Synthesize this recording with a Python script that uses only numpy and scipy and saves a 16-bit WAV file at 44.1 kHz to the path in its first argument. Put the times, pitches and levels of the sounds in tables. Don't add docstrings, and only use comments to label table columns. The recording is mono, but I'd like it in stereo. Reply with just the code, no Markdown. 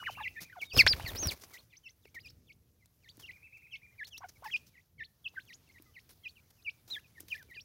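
import sys
import numpy as np
from scipy import signal
from scipy.io import wavfile
from scipy.ndimage import uniform_filter1d

SR = 44100
rng = np.random.default_rng(int(sys.argv[2]) if len(sys.argv) > 2 else 0)


def unload_audio(sound):
    columns = np.transpose(np.atleast_2d(sound))
    steps = np.round(np.clip(columns, -1, 1) * 32767)
    wavfile.write(sys.argv[1], SR, steps.astype(np.int16))


def boost(x):
    u = np.asarray(x, float) / 20
    return 10 ** u


N = 336924

TOP_HZ = 15900
FLAP_S, FLAP_END_S = .72, 1.344

# frequency in Hz, level in dB.
TONE_COLOUR = [(500, 3), (2800, -1), (3600, -3.5), (5000, 1.5), (6500, 3), (8500, -10.5), (12000, -14.5)]
# time in seconds, level of the leaves in dB.
FLOOR = [(0, -67.5), (.7, -76), (1.6, -78), (2.0, -82), (2.27, -77.5), (2.5, -85), (2.9, -84), (3.25, -73),
         (3.5, -80.5), (4.0, -78.5), (4.6, -73.5), (4.95, -86.5), (5.4, -75), (6.6, -78), (7.35, -74),
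         (7.64, -77)]


def rms_one(x):
    return x / np.sqrt(np.mean(x ** 2) + 1e-20)


def in_time(rows):
    s, *columns = np.transpose(rows)
    return [np.interp(np.arange(N) / SR, s, c) for c in columns]


def at_hz(points, hz):
    point_hz, value = np.transpose(points)
    return np.interp(np.log(hz), np.log(point_hz), value)


def row_at(table, s, usual):
    return next((row[1:] for row in table if abs(row[0] - s) < .004), usual)


def drift(rate, size=N):
    knots = rng.standard_normal(int(size * rate * 2 / SR) + 3)
    wander = np.interp(np.arange(size) * rate * 2 / SR, np.arange(len(knots)), knots)
    return uniform_filter1d(wander, 64) * 1.5


def band(x, low_hz, high_hz):
    return signal.sosfilt(signal.butter(2, [low_hz, high_hz], "band", fs=SR, output="sos"), x)


def banded(source, spectrum, low_hz, high_hz, patchy_db, rate):
    # frequency in Hz, likeness (1 = the same).
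    likeness = [(50, 0.8), (1000, 0.14), (3000, 0.098), (12000, 0.3)]
    out = 0
    edges = low_hz * 2 ** np.arange(0, np.log2(high_hz / low_hz) + .1, .5)
    for k, (low, high) in enumerate(zip(edges, edges[1:])):
        centre_hz = np.sqrt(low * high)
        mid, side = band(source[k % 2], low, min(high, .45 * SR))
        alike = np.clip(at_hz(likeness, centre_hz), 0, 1)
        gain = boost(at_hz(spectrum, centre_hz) + patchy_db * drift(rate))
        out = out + gain * (np.sqrt(1 + alike) * mid + np.sqrt(1 - alike) * side * [[1], [-1]])
    return rms_one(out)


def sides(pan_db):
    return boost(np.array([pan_db / 2, -pan_db / 2]))


def placed(sound, pan_db, lead_us=3 / 44100 * 1e6):
    lead, i = lead_us * SR / 1e6, np.arange(len(sound))
    return sides(pan_db)[:, None] * [np.interp(i + lead / 2, i, sound), np.interp(i - lead / 2, i, sound)]


def add(out, s, sound):
    i = max(round(s * SR), 0)
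    out[:, i:i + sound.shape[1]] += sound[:, :N - i]


def whistle(hz, db, octave_db, rough_db=.6, step_db=-13):
    turn = 2 * np.pi * np.cumsum(hz * (1 + 0.0036 * drift(270, len(hz)))) / SR
    tone = np.sin(turn)
    for k in (2, 3, 4, 5):
        overtone = boost(octave_db + step_db * (k - 2) + at_hz(TONE_COLOUR, k * hz)) * np.sin(k * turn)
        tone = tone + overtone * (k * hz < TOP_HZ)
    strain = 1 + np.abs(np.gradient(hz)) * boost(db + 22.0) / 3.5
    breath = 1 + boost(-24.5) * strain * uniform_filter1d(rng.standard_normal(len(hz)), size=16)
    ends = signal.windows.tukey(len(hz), min(1, 260 / len(hz)))
    return tone * breath * boost(db + rough_db * drift(150, len(hz))) * ends


def call(s, hz, db, pan_db, octave_db, lead_us=68, corner=130, step_db=-8.0, pressed=0.35):
    t = np.arange(s[0], s[-1], 1 / SR)
    level = np.interp(t, s, db)
    pitch = uniform_filter1d(np.interp(t, s, hz), size=corner, mode="nearest")
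    effort_db = octave_db + pressed * (level - np.max(db))
    return placed(whistle(pitch, level, effort_db, rough_db=.7, step_db=step_db), pan_db, lead_us)


def knock(hz, cycles):
    t = np.arange(round(cycles / hz * SR)) / SR
    return np.sin(2 * np.pi * hz * t) * boost(-40 * t * hz / cycles) * np.minimum(t * hz * 3, 1)


def wood():
    # frequency in Hz, level in dB per Hz.
    colour = [(15, -50), (30, -18.5), (85, 2.5), (187, -12), (378, -18.5), (1320, -31.5), (2300, -34),
              (3510, -37), (6210, -21), (8140, -32), (14400, -13.5), (16500, -32.5)]
    # time in seconds, half-length in seconds, rise in dB.
    swells = [
        (2.5, 0.34, 10),
        (5.0, 0.078, 14.5),
    ]
    white = rng.standard_normal((2, 2, N))
    t = np.arange(N) / SR
    rumble_db = -72 + in_time(FLOOR)[0] + 78
    for s, half, db in swells:
        rumble_db += db * np.exp(-((t - s) / half) ** 2)
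    rumble = boost(rumble_db + 3.5) * banded(white, colour, 22, 500, patchy_db=1.0, rate=4.5)
    hiss = boost(-82.5 + 3.5) * banded(white, colour, 230, 23000, patchy_db=1.8, rate=5.6)
    return rumble * sides(-2.4)[:, None] + hiss


def far_trill():
    # start in seconds, top pitch in Hz, level in dB.
    notes_far = [(0.048, 3000, -39), (0.15, 2790, -44), (0.221, 2740, -43.5), (0.356, 2517, -47.5),
                 (0.44, 2460, -56.5), (3.32, 2457, -54), (3.422, 2650, -50), (3.522, 2643, -49.5),
                 (3.619, 2544, -52.5), (3.717, 2630, -58), (3.815, 2426, -54.5), (3.905, 2130, -67.5)]
    out, arch = np.zeros((2, N)), np.linspace(-1, 1, round(.056 * SR))
    bend = 0.24 * np.abs(arch) ** 2.5
    for s, top_hz, db in notes_far:
        note = whistle(top_hz * (1 - bend), db - 7 * arch ** 2, -44, rough_db=1.5)
        slap_hz = top_hz * rng.uniform(.97, 1.05) * (1 - 0.39 * bend)
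        slap = whistle(slap_hz, db - 15.5 - 5 * arch ** 2, -44, rough_db=2.5)
        add(out, s, placed(note, -4, -110))
        add(out, s + .047, placed(slap, 1, 40))
    return out


def rustle():
    # frequency in Hz, level in dB per Hz.
    leaf_colour = [(300, -4), (1200, -9.5), (2500, -11), (6500, -9), (8500, -20.5), (13500, -8.5),
                   (16000, -11.5)]
    # start in seconds, length in ms, level in dB.
    steps = [(.105, 42, -61), (.404, 47, -48.5), (.612, 61, -57.5), (1.075, 39, -51.5), (1.307, 32, -46.5),
             (1.433, 18, -55.5), (2.143, 30, -60.5), (3.193, 50, -60.5), (3.57, 17, -69), (4.285, 21, -56),
             (6.09, 51, -65), (6.502, 13.4, -64), (6.876, 128, -61), (7.2, 30, -63), (7.425, 6.4, -55)]
    # start in seconds, length in ms, level in dB.
    swishes = [(.732, 110, -60), (.77, 51, -38.5), (.88, 24, -55), (1.41, 20, -58), (1.533, 42, -55.5),
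               (2.254, 34, -67), (2.3, 8.3, -58), (4.045, 8, -59.5), (4.068, 29, -59.5), (4.177, 9, -46),
               (4.44, 105, -65.5), (4.559, 27, -62), (4.664, 33, -71), (7.28, 120, -63)]
    # start in seconds, length in ms, level in dB.
    slaps = [
        (.763, 55, -45),
        (.864, 7.2, -38),
        (1.152, 20, -53),
        (1.224, 27, -52),
        (1.251, 38, -52.5),
    ]
    crackle = (rng.random(N) < 900 / SR) * boost(3.2 * np.minimum(rng.exponential(1, N), 3))
    source = rng.standard_normal((2, 2, N)) * (1.3 + uniform_filter1d(crackle, size=30) * 7)
    leaves = banded(source, leaf_colour, 205, 18000, patchy_db=1.5, rate=19)
    lower = signal.sosfilt(signal.butter(4, 6500, fs=SR, output="sos"), leaves)
    settled = FLAP_END_S + 0.25
    flurry, = in_time([(FLAP_S, 0), (FLAP_S + 0.046, 1), (FLAP_END_S, 1.2), (FLAP_END_S + 0.0075, .4),
                       (settled, .2), (settled + 0.063, 0)])
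    bright = boost(in_time(FLOOR)[0]) + boost(-60 + 1.5 * drift(25) + 2.6 * drift(120)) * flurry
    dull = bright * (1 + 0.3 * flurry)
    for rows, body_db in ((steps, -5), (swishes, -17.5), (slaps, 10.5)):
        for s, ms, db in rows:
            i, t = round(s * SR), np.arange(round(ms * SR / 1000)) / SR * 1000 / ms
            fade_db = -12.0 * t - 13.0 * np.maximum(t - .7, 0)
            shape = boost(db + fade_db + 2.2 * drift(150, len(t))) * np.minimum(t * ms / 3.5, 1)
            bright[i:i + len(t)] += shape
            dull[i:i + len(t)] += shape * boost(body_db)
    return boost(7.0) * (bright * (leaves - lower) + dull * lower)


def ticks():
    # start in seconds, peak level in dB.
    snaps = [(.735, -40), (0.901, -35.5), (0.963, -48), (1.272, -19), (2.8586, -42.5), (3.171, -43),
             (3.199, -59.5), (5.453, -45), (5.8226, -41), (7.2048, -31), (2.074, -54), (2.205, -54),
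             (5.69, -53), (7.2011, -41), (7.2175, -52), (7.2296, -52.5), (7.301, -45.5), (7.38, -52),
             (7.4303, -52), (7.511, -50), (7.618, -63)]
    out, t = np.zeros((2, N)), np.arange(round(.012 * SR)) / SR
    for (s, db), pan in zip(snaps, rng.normal(0, 5.6, (len(snaps), 1))):
        snap = rng.standard_normal(len(t)) * (boost(-60 * t / 0.0016) + boost(-11.5 - 60 * t / 0.023))
        snap = snap / np.abs(snap).max()
        click = band(snap, 5200, 22000) + boost(-23.0) * band(snap, 1200, 7400)
        add(out, s, placed(boost(db + 8.5) * click, pan[0]))
    return out


def taps():
    # start in seconds, peak level in dB, ring pitch in Hz.
    blows = [(0.417, -45.5, 171), (0.775, -29, 232), (0.865, -34, 1370), (0.998, -31, 880),
             (1.115, -38.5, 576), (1.228, -34, 325), (1.256, -39, 151.6), (2.055, -50.5, 414),
             (3.178, -50.5, 293), (5.799, -51, 304.4), (6.929, -56.5, 258.4), (7.205, -51, 296),
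             (7.233, -51.5, 317), (7.453, -59, 420), (7.489, -57, 380), (7.565, -58.5, 402)]
    out, t = np.zeros((2, N)), np.arange(round(.008 * SR)) / SR
    for s, db, hz in blows:
        crack = band(rng.standard_normal(len(t)), 500, 2200)
        add(out, s, placed(boost(db + 2) * knock(hz, cycles=7.0), -2.5))
        add(out, s, placed(boost(db + 2.5 - 60 * t / 0.009) * crack, -2.5))
    return out


def flutter():
    # start in seconds, peak level in dB.
    claps = [(.762, -37.5), (.773, -21), (.779, -24.5), (.865, -9), (.869, -16), (.873, -22), (0.964, -44),
             (0.975, -52), (.999, -54), (1.012, -47), (1.032, -35), (1.05, -36), (1.063, -33), (1.119, -34),
             (1.134, -37), (1.15, -32), (1.158, -45), (.869, -24.5), (1.229, -31), (1.233, -30),
             (1.256, -31), (1.261, -32), (1.307, -43), (1.437, -39.5), (1.507, -53.5), (1.55, -49),
             (2.0545, -48), (2.145, -50), (3.196, -50), (7.204, -58)]
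    out, t = np.zeros((2, N)), np.arange(round(0.03 * SR)) / SR
    for s, db in claps:
        snap = rng.standard_normal(len(t)) + 0.2 * rng.standard_normal((2, len(t)))
        add(out, s, boost(db + 1.0) * band(snap * boost(-60 * t / .012), 500, 3600))
    return out


def wings():
    # time in seconds, pitch of the push in Hz, level in dB.
    beats = [
        (0.782, 90.5, -21),
        (0.86, 71, -25.5),
        (0.948, 62, -28.5),
        (1.054, 89, -29.5),
        (1.149, 69.4, -36),
        (1.278, 72.4, -23),
    ]
    t = np.arange(N) / SR
    turns = [FLAP_S, FLAP_S + 0.02, FLAP_END_S, FLAP_END_S + 0.019]
    gate = np.interp(t, turns, [0, 1, 1, 0]) ** 2
    air = rng.standard_normal((2, 1, N)) + 1.2 * rng.standard_normal((2, 2, N))
    tiring_db = np.interp(t, turns[1:3], [0, -7.5])
    low = rms_one(band(band(air[0], 35, 120), 30, 200)) * boost(-44.5 + tiring_db + 1.5 * drift(27))
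    upper = rms_one(band(air[1], 140, 760)) * boost(-56 + 3.9 * drift(40))
    out = gate * (low + upper)
    for s, hz, db in beats:
        push = np.array([knock(hz, cycles=4.5), knock(hz * 1.18, cycles=4.5 * 1.18)])
        add(out, s - .012, boost(db) * push * sides(-9.5 * (s - .6))[:, None])
    return out


def free_calls():
    # time in seconds, pitch in Hz, level in dB.
    squeals = [
        [(.697, 4450, -49), (.73, 4780, -36), (.737, 5900, -23), (.75, 5050, -35), (.76, 5190, -17),
         (.769, 4900, -19)],
        [(.782, 3590, -10), (.787, 2930, -21), (.794, 2666, -11), (.811, 2166, -9.5), (.819, 1880, -27.5),
         (.825, 1580, -33)],
        [(.8645, 1240, -8.5), (.874, 2594, -21.5), (.877, 4410, -15), (.884, 5400, -22.5), (.893, 5420, -22),
         (.9, 4870, -25.5), (.922, 4696, -21.5), (.929, 4140, -27), (.939, 870, -32)],
        [(1.0, 1010, -40), (1.011, 2770, -45), (1.022, 3100, -50), (1.045, 3050, -49), (1.068, 1990, -35.5),
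         (1.09, 1720, -46), (1.1, 1940, -37)],
        [(1.052, 3330, -80), (1.062, 4650, -36.5), (1.1, 3560, -35), (1.12, 1378, -71)],
        [(1.155, 1440, -77), (1.166, 4580, -42.5), (1.2, 6510, -35.5), (1.22, 6400, -38), (1.24, 5740, -31),
         (1.27, 5570, -40.5), (1.29, 4590, -29), (1.308, 2710, -46.5), (1.325, 2060, -37.5)],
    ]
    # left-right difference in dB, octave level in dB, left leads by microseconds.
    squeal_voices = [(1, -22, 80), (0, 1.5, 72), (-1.5, -13, 0), (-8.5, -35, -136), (-8, -25, -136),
                     (-16.5, -30, -100)]
    # time in seconds, pitch in Hz, level in dB.
    cries = [
        [(.773, 5770, -29.5), (.78, 4800, -20), (.787, 4100, -24.5)],
        [(4.458, 5880, -63), (4.468, 5300, -47), (4.478, 4600, -49)],
        [(.025, 748, -39.5), (.05, 2930, -50), (.07, 1880, -30), (.09, 1050, -38.5), (.103, 613, -36)],
        [(.497, 1775, -44.5), (.515, 2190, -61.5), (.532, 1470, -47.5), (.547, 1490, -63), (.57, 749, -45.5),
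         (.592, 685, -44.5)],
        [(6.9, 3660, -47), (6.915, 4160, -35), (6.94, 3645, -34), (6.97, 3150, -46)],
    ]
    # left-right difference in dB, octave level in dB, left leads by microseconds.
    cry_voices = [(1, -30, 40), (-1, -29, 58), (2, -17, 88), (-0.5, -9.5, 87), (3, -27.5, -50)]
    # start in seconds, top pitch in Hz, dip pitch in Hz, level in dB.
    clucks = [
        (.17, 1360, 802, -37),
        (4.204, 1266, 683, -42.5),
        (4.421, 1210, 812, -39.5),
    ]
    cluck_s = (0, .021, .042, .059)
    swell_db = (-13, -10.5, 0.5, -8)
    # start in seconds, length in seconds, from pitch in Hz, to pitch in Hz, level in dB.
    slides = [
        (0, .06, 2930, 2890, -46),
        (0, .022, 1570, 1150, -45.5),
        (.648, .072, 3780, 3640, -53.5),
        (1.308, .024, 5200, 3700, -38),
        (4.5, .012, 1300, 3400, -47.5),
        (5.336, .019, 446, 2090, -61.5),
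        (5.855, .06, 2050, 1950, -70),
        (5.86, .05, 1300, 1150, -70),
        (7.377, .055, 2050, 1400, -52),
        (7.543, .035, 2180, 1540, -52),
    ]
    out = np.zeros((2, N))
    for rows, voice in zip([*squeals, *cries], [*squeal_voices, *cry_voices]):
        add(out, rows[0][0], call(*np.transpose(rows), *voice))
    for s, top_hz, dip_hz, db in clucks:
        hz = np.array([0.42 * top_hz, top_hz, dip_hz, 1.124 * dip_hz])
        cluck = call(cluck_s, hz, db + np.array(swell_db), 0.95, -4, corner=600, step_db=-8.5, pressed=1.1)
        second_db = db + np.array([*swell_db[:2], -22.0])
        second = call(cluck_s[:3], 1.35 * hz[:3], second_db, 1, -30, corner=600)
        second = second[:, np.minimum(np.arange(cluck.shape[1]), 1800)]
        cluck = cluck + boost(-4.5) * second
        add(out, s, cluck * boost(1.3 * drift(300, cluck.shape[1])))
    way = np.linspace(0, 1, num=7)
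    for s, length, from_hz, to_hz, db in slides:
        hz = to_hz + (from_hz - to_hz) * (1 - way) ** 0.94
        add(out, s, call(length * way, hz, db - 9.5 * way ** 2, -1.6, -14))
    return out


def peeps():
    # time of the dip in seconds, then start, dip and top-of-flick pitch in Hz,
    # and peak level in dB.
    left = [(0.38, 2054, 1767, 2560, -43), (1.89, 2580, 2035, 4105, -58.5), (4.49, 3290, 1870, 3000, -44.5),
            (5.705, 3324, 2100, 6620, -64), (6.264, 2216, 1970, 4490, -56.5),
            (1.739, 2520, 1990, 2290, -61), (4.368, 3200, 2200, 3430, -66), (6.605, 3110, 2500, 6350, -66)]
    ahead = [(0.73, 3700, 2530, 4650, -38), (1.871, 3200, 2635, 6250, -46),
             (2.266, 3000, 2420, 5430, -49.5), (3.25, 3480, 2780, 5780, -43),
             (3.301, 3300, 1976, 6680, -40.5), (4.021, 2500, 1690, 4360, -41.5),
             (4.154, 3500, 2636, 5860, -45.5), (4.792, 3100, 1937, 3940, -55),
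             (5.379, 2200, 1534, 4320, -40), (5.516, 3600, 1870, 6920, -49),
             (6.269, 3400, 2440, 6030, -34.5), (6.392, 3200, 2300, 6320, -59.5),
             (6.685, 3000, 2286, 5630, -30), (6.972, 3200, 1687, 2830, -39.5),
             (7.185, 2300, 1813, 3850, -51.5)]
    right = [(0.268, 4020, 1983, 5250, -37.5), (0.629, 3620, 2228, 4070, -36),
             (1.559, 2370, 1920, 4370, -47.5), (1.743, 3790, 2290, 6210, -58),
             (2.074, 4100, 2162, 6440, -61.5), (2.177, 2404, 1850, 5050, -39),
             (2.51, 3734, 2193, 6580, -50.5), (2.834, 2507, 2034, 4190, -67.5),
             (3.069, 3090, 1794, 4710, -61.5), (3.746, 3360, 2607, 6460, -40.5),
             (3.755, 2799, 2170, 3640, -42.5), (4.553, 3425, 2420, 5560, -24),
             (4.766, 2420, 1900, 2590, -57), (5.017, 2328, 1756, 4400, -39.5),
             (5.026, 3320, 1824, 5630, -46), (5.268, 3590, 2602, 6600, -31),
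             (5.773, 2235, 1880, 4030, -52.5), (5.98, 3200, 1891, 5590, -48),
             (7.058, 3370, 2430, 5496, -60), (7.333, 3264, 2395, 5350, -28), (7.357, 2390, 1720, 3600, -43),
             (7.524, 2440, 1890, 4830, -47.5), (7.583, 3230, 2417, 5680, -41)]
    place_db = (4, -.4, -5)
    # time of the dip in seconds, fall in ms, full from ms before the dip,
    # until ms after it, sag meanwhile in dB.
    holds = [(.268, 58, 17, 12.5, 4), (.382, 33, 12.5, 14.4, 2), (.63, 40, 8, 5.4, 5),
             (1.559, 43, 12.4, 24, -6.5), (2.074, 54, 22, 10, -6.5), (2.177, 35, 6.5, 11.6, -8),
             (2.266, 35.3, 7.5, 8, -0.5), (3.069, 60.6, 20, 15.8, -2.5), (3.746, 37, 12.6, 12.2, -3.5),
             (4.02, 42.6, 22.4, 11.7, 2), (4.153, 48, 23, 30, -4.5), (4.553, 43, 4.2, 11.3, -7),
             (5.016, 37, 10, 9.7, -2), (5.27, 26.4, 4.3, 9.5, -6.5), (5.381, 26, 8.2, 7.8, 4.5),
             (5.516, 56, 7.7, 11, -7), (5.705, 52, 12, 11, -3), (5.979, 43, 10, 9, -4),
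             (6.27, 35, 2.8, 9, -6.5), (6.391, 41, 33, 10, -6), (6.686, 38.7, 5.6, 9.6, -2),
             (7.333, 30.7, 3.1, 7.3, -11)]
    # time of the dip in seconds, extra octave level in dB,
    # extra flick level in dB, extra left-right difference in dB, left leads by microseconds.
    colours = [(.268, -8, -8, -0.5, 5.5), (.382, -4, 0, 1, 73), (.63, -3, 6, 4, 74),
               (1.559, 4, 2.5, -1, 93), (1.743, -11, 1.5, -3.5, 55), (1.871, 3, -5.5, 4, 51),
               (1.889, -9.5, -1.5, 2, 85), (2.177, -10.5, -9.5, 1.5, 45), (2.266, 8, -2.5, 3, 41),
               (2.835, -9, -11.5, 0.5, 71), (3.069, 2, 10, 1, 54), (4.02, -7.5, -0.5, 0.5, 18),
               (4.153, 3.5, 2.5, 1, 58), (4.368, -13, -10, -0.5, 73), (4.553, 9, 1, 1, 75),
               (4.766, -10, 0, 2.5, 62), (4.792, -12, -3.5, -0.5, 75), (5.27, -12, 0.5, 1.5, 76),
               (5.381, -5, 0, -0.5, 105), (5.516, 6, 2.5, -3, 43), (5.705, -1, 0.5, -1.5, 57),
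               (6.262, 4, 4, -1, 51), (6.27, 1, 1, 2.5, 84), (6.391, -14, -6, -1.5, 88),
               (6.605, -0.5, -2, -2, 60), (6.686, -3.5, 1, -1.5, 68), (7.057, -8, -7, -2, 83),
               (7.185, -6, -5, -3, 72), (7.333, -4, 1, -0.5, 49), (7.582, -2.5, 1.5, 3.5, 65)]
    out = np.zeros((2, N))
    for table, pan_db in zip((left, ahead, right), place_db):
        for s, start_hz, dip_hz, top_hz, db in table:
            drop_hz = start_hz - dip_hz
            fall = .036 + 0.0026 * drop_hz / 1000 - .002 * (db + 43) / 10
            fall_ms, full_ms, until_ms, sag_db = row_at(holds, s, (1000 * fall, 4, 11, -6.5))
            fall, full, until = fall_ms / 1000, min(full_ms, fall_ms - 5) / 1000, until_ms / 1000
            more_octave_db, more_flick_db, more_pan_db, lead_us = row_at(colours, s, (0, 0, 0, 68))

            arches = top_hz > 4150 and (top_hz < 5150 or drop_hz < 620 or more_flick_db > 1)
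            top = .027 + .007 * arches
            t = np.arange(-fall, top + (0.0033 + arches * (.011 if top_hz < 5600 else .004)), 1 / SR)
            down = drop_hz * np.sin(np.pi / 2 * np.abs(np.minimum(t, 0) / fall) ** 1.1) ** 1.8
            up = np.sin(np.pi / 2 * np.clip(t / top, 0, 1) ** 1.6) ** 2
            over = 1 - .8 * (np.maximum(t - top, 0) / .018) ** 2
            hook = 1 - 0.11 * np.exp(-(t + fall) / 0.0035)
            hz = (dip_hz + down + (top_hz - dip_hz) * up * over) * hook

            flick_db = -44 + 0.54 * (db + 21.5) + 7 * arches + more_flick_db
            level = np.interp(
                t, [-fall, -full - 0.51 * (fall - full), -full, until, until + 0.006, top, top + 0.024],
                [db - 22.5, db - 11, db - 0.5, db + 1.5 + sag_db, flick_db - 2.5,
                 flick_db - 6.6 * (not arches), flick_db - 12.0])
            early_db = 9 * np.clip(-t / fall, 0, 1) - 0.4 * np.clip(db - level, 0, 30)
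            octave_db = -16 - .5 * (db + 44.5) + early_db + more_octave_db
            rough_db = .6 + np.clip(-(db + 42) / 7, 0, 2.6)
            level += (t > until) * at_hz(TONE_COLOUR, hz)
            tone = whistle(hz, level, octave_db, rough_db)
            add(out, s - fall, placed(tone, pan_db + more_pan_db, lead_us))
    return out


def trees(x, t60):
    t = np.arange(round(.5 * SR)) / SR
    tail = band(rng.standard_normal((2, len(t))), 1000, 16000) * boost(-60 * t / t60) * np.minimum(t / 0.0033, 1)
    tail = tail / np.sqrt(np.sum(tail ** 2, 1, keepdims=True))
    return signal.fftconvolve(x.mean(0)[None], tail, axes=1)[:, :N]


def scene():
    near, far = peeps() + free_calls(), far_trill()
    echo = boost(-12) * trees(near, 0.058)
    echo = echo + boost(-27) * trees(near, .4)
    echo = echo + boost(-5.5) * trees(far, 0.27)
    return near + far + echo + rustle() + ticks() + taps() + flutter() + wings() + wood()


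def low_pass(x):
    return signal.sosfilt(signal.butter(12, 16670, fs=SR, output="sos"), x)


def record(dry):
    rounded = 1.1 * np.tanh(dry / 1.1)
    top_cut = signal.cheby2(14, 60, TOP_HZ + 650, fs=SR, output="sos")
    return low_pass(signal.sosfilt(top_cut, rounded))


dry = scene()
out = record(dry)
unload_audio(out)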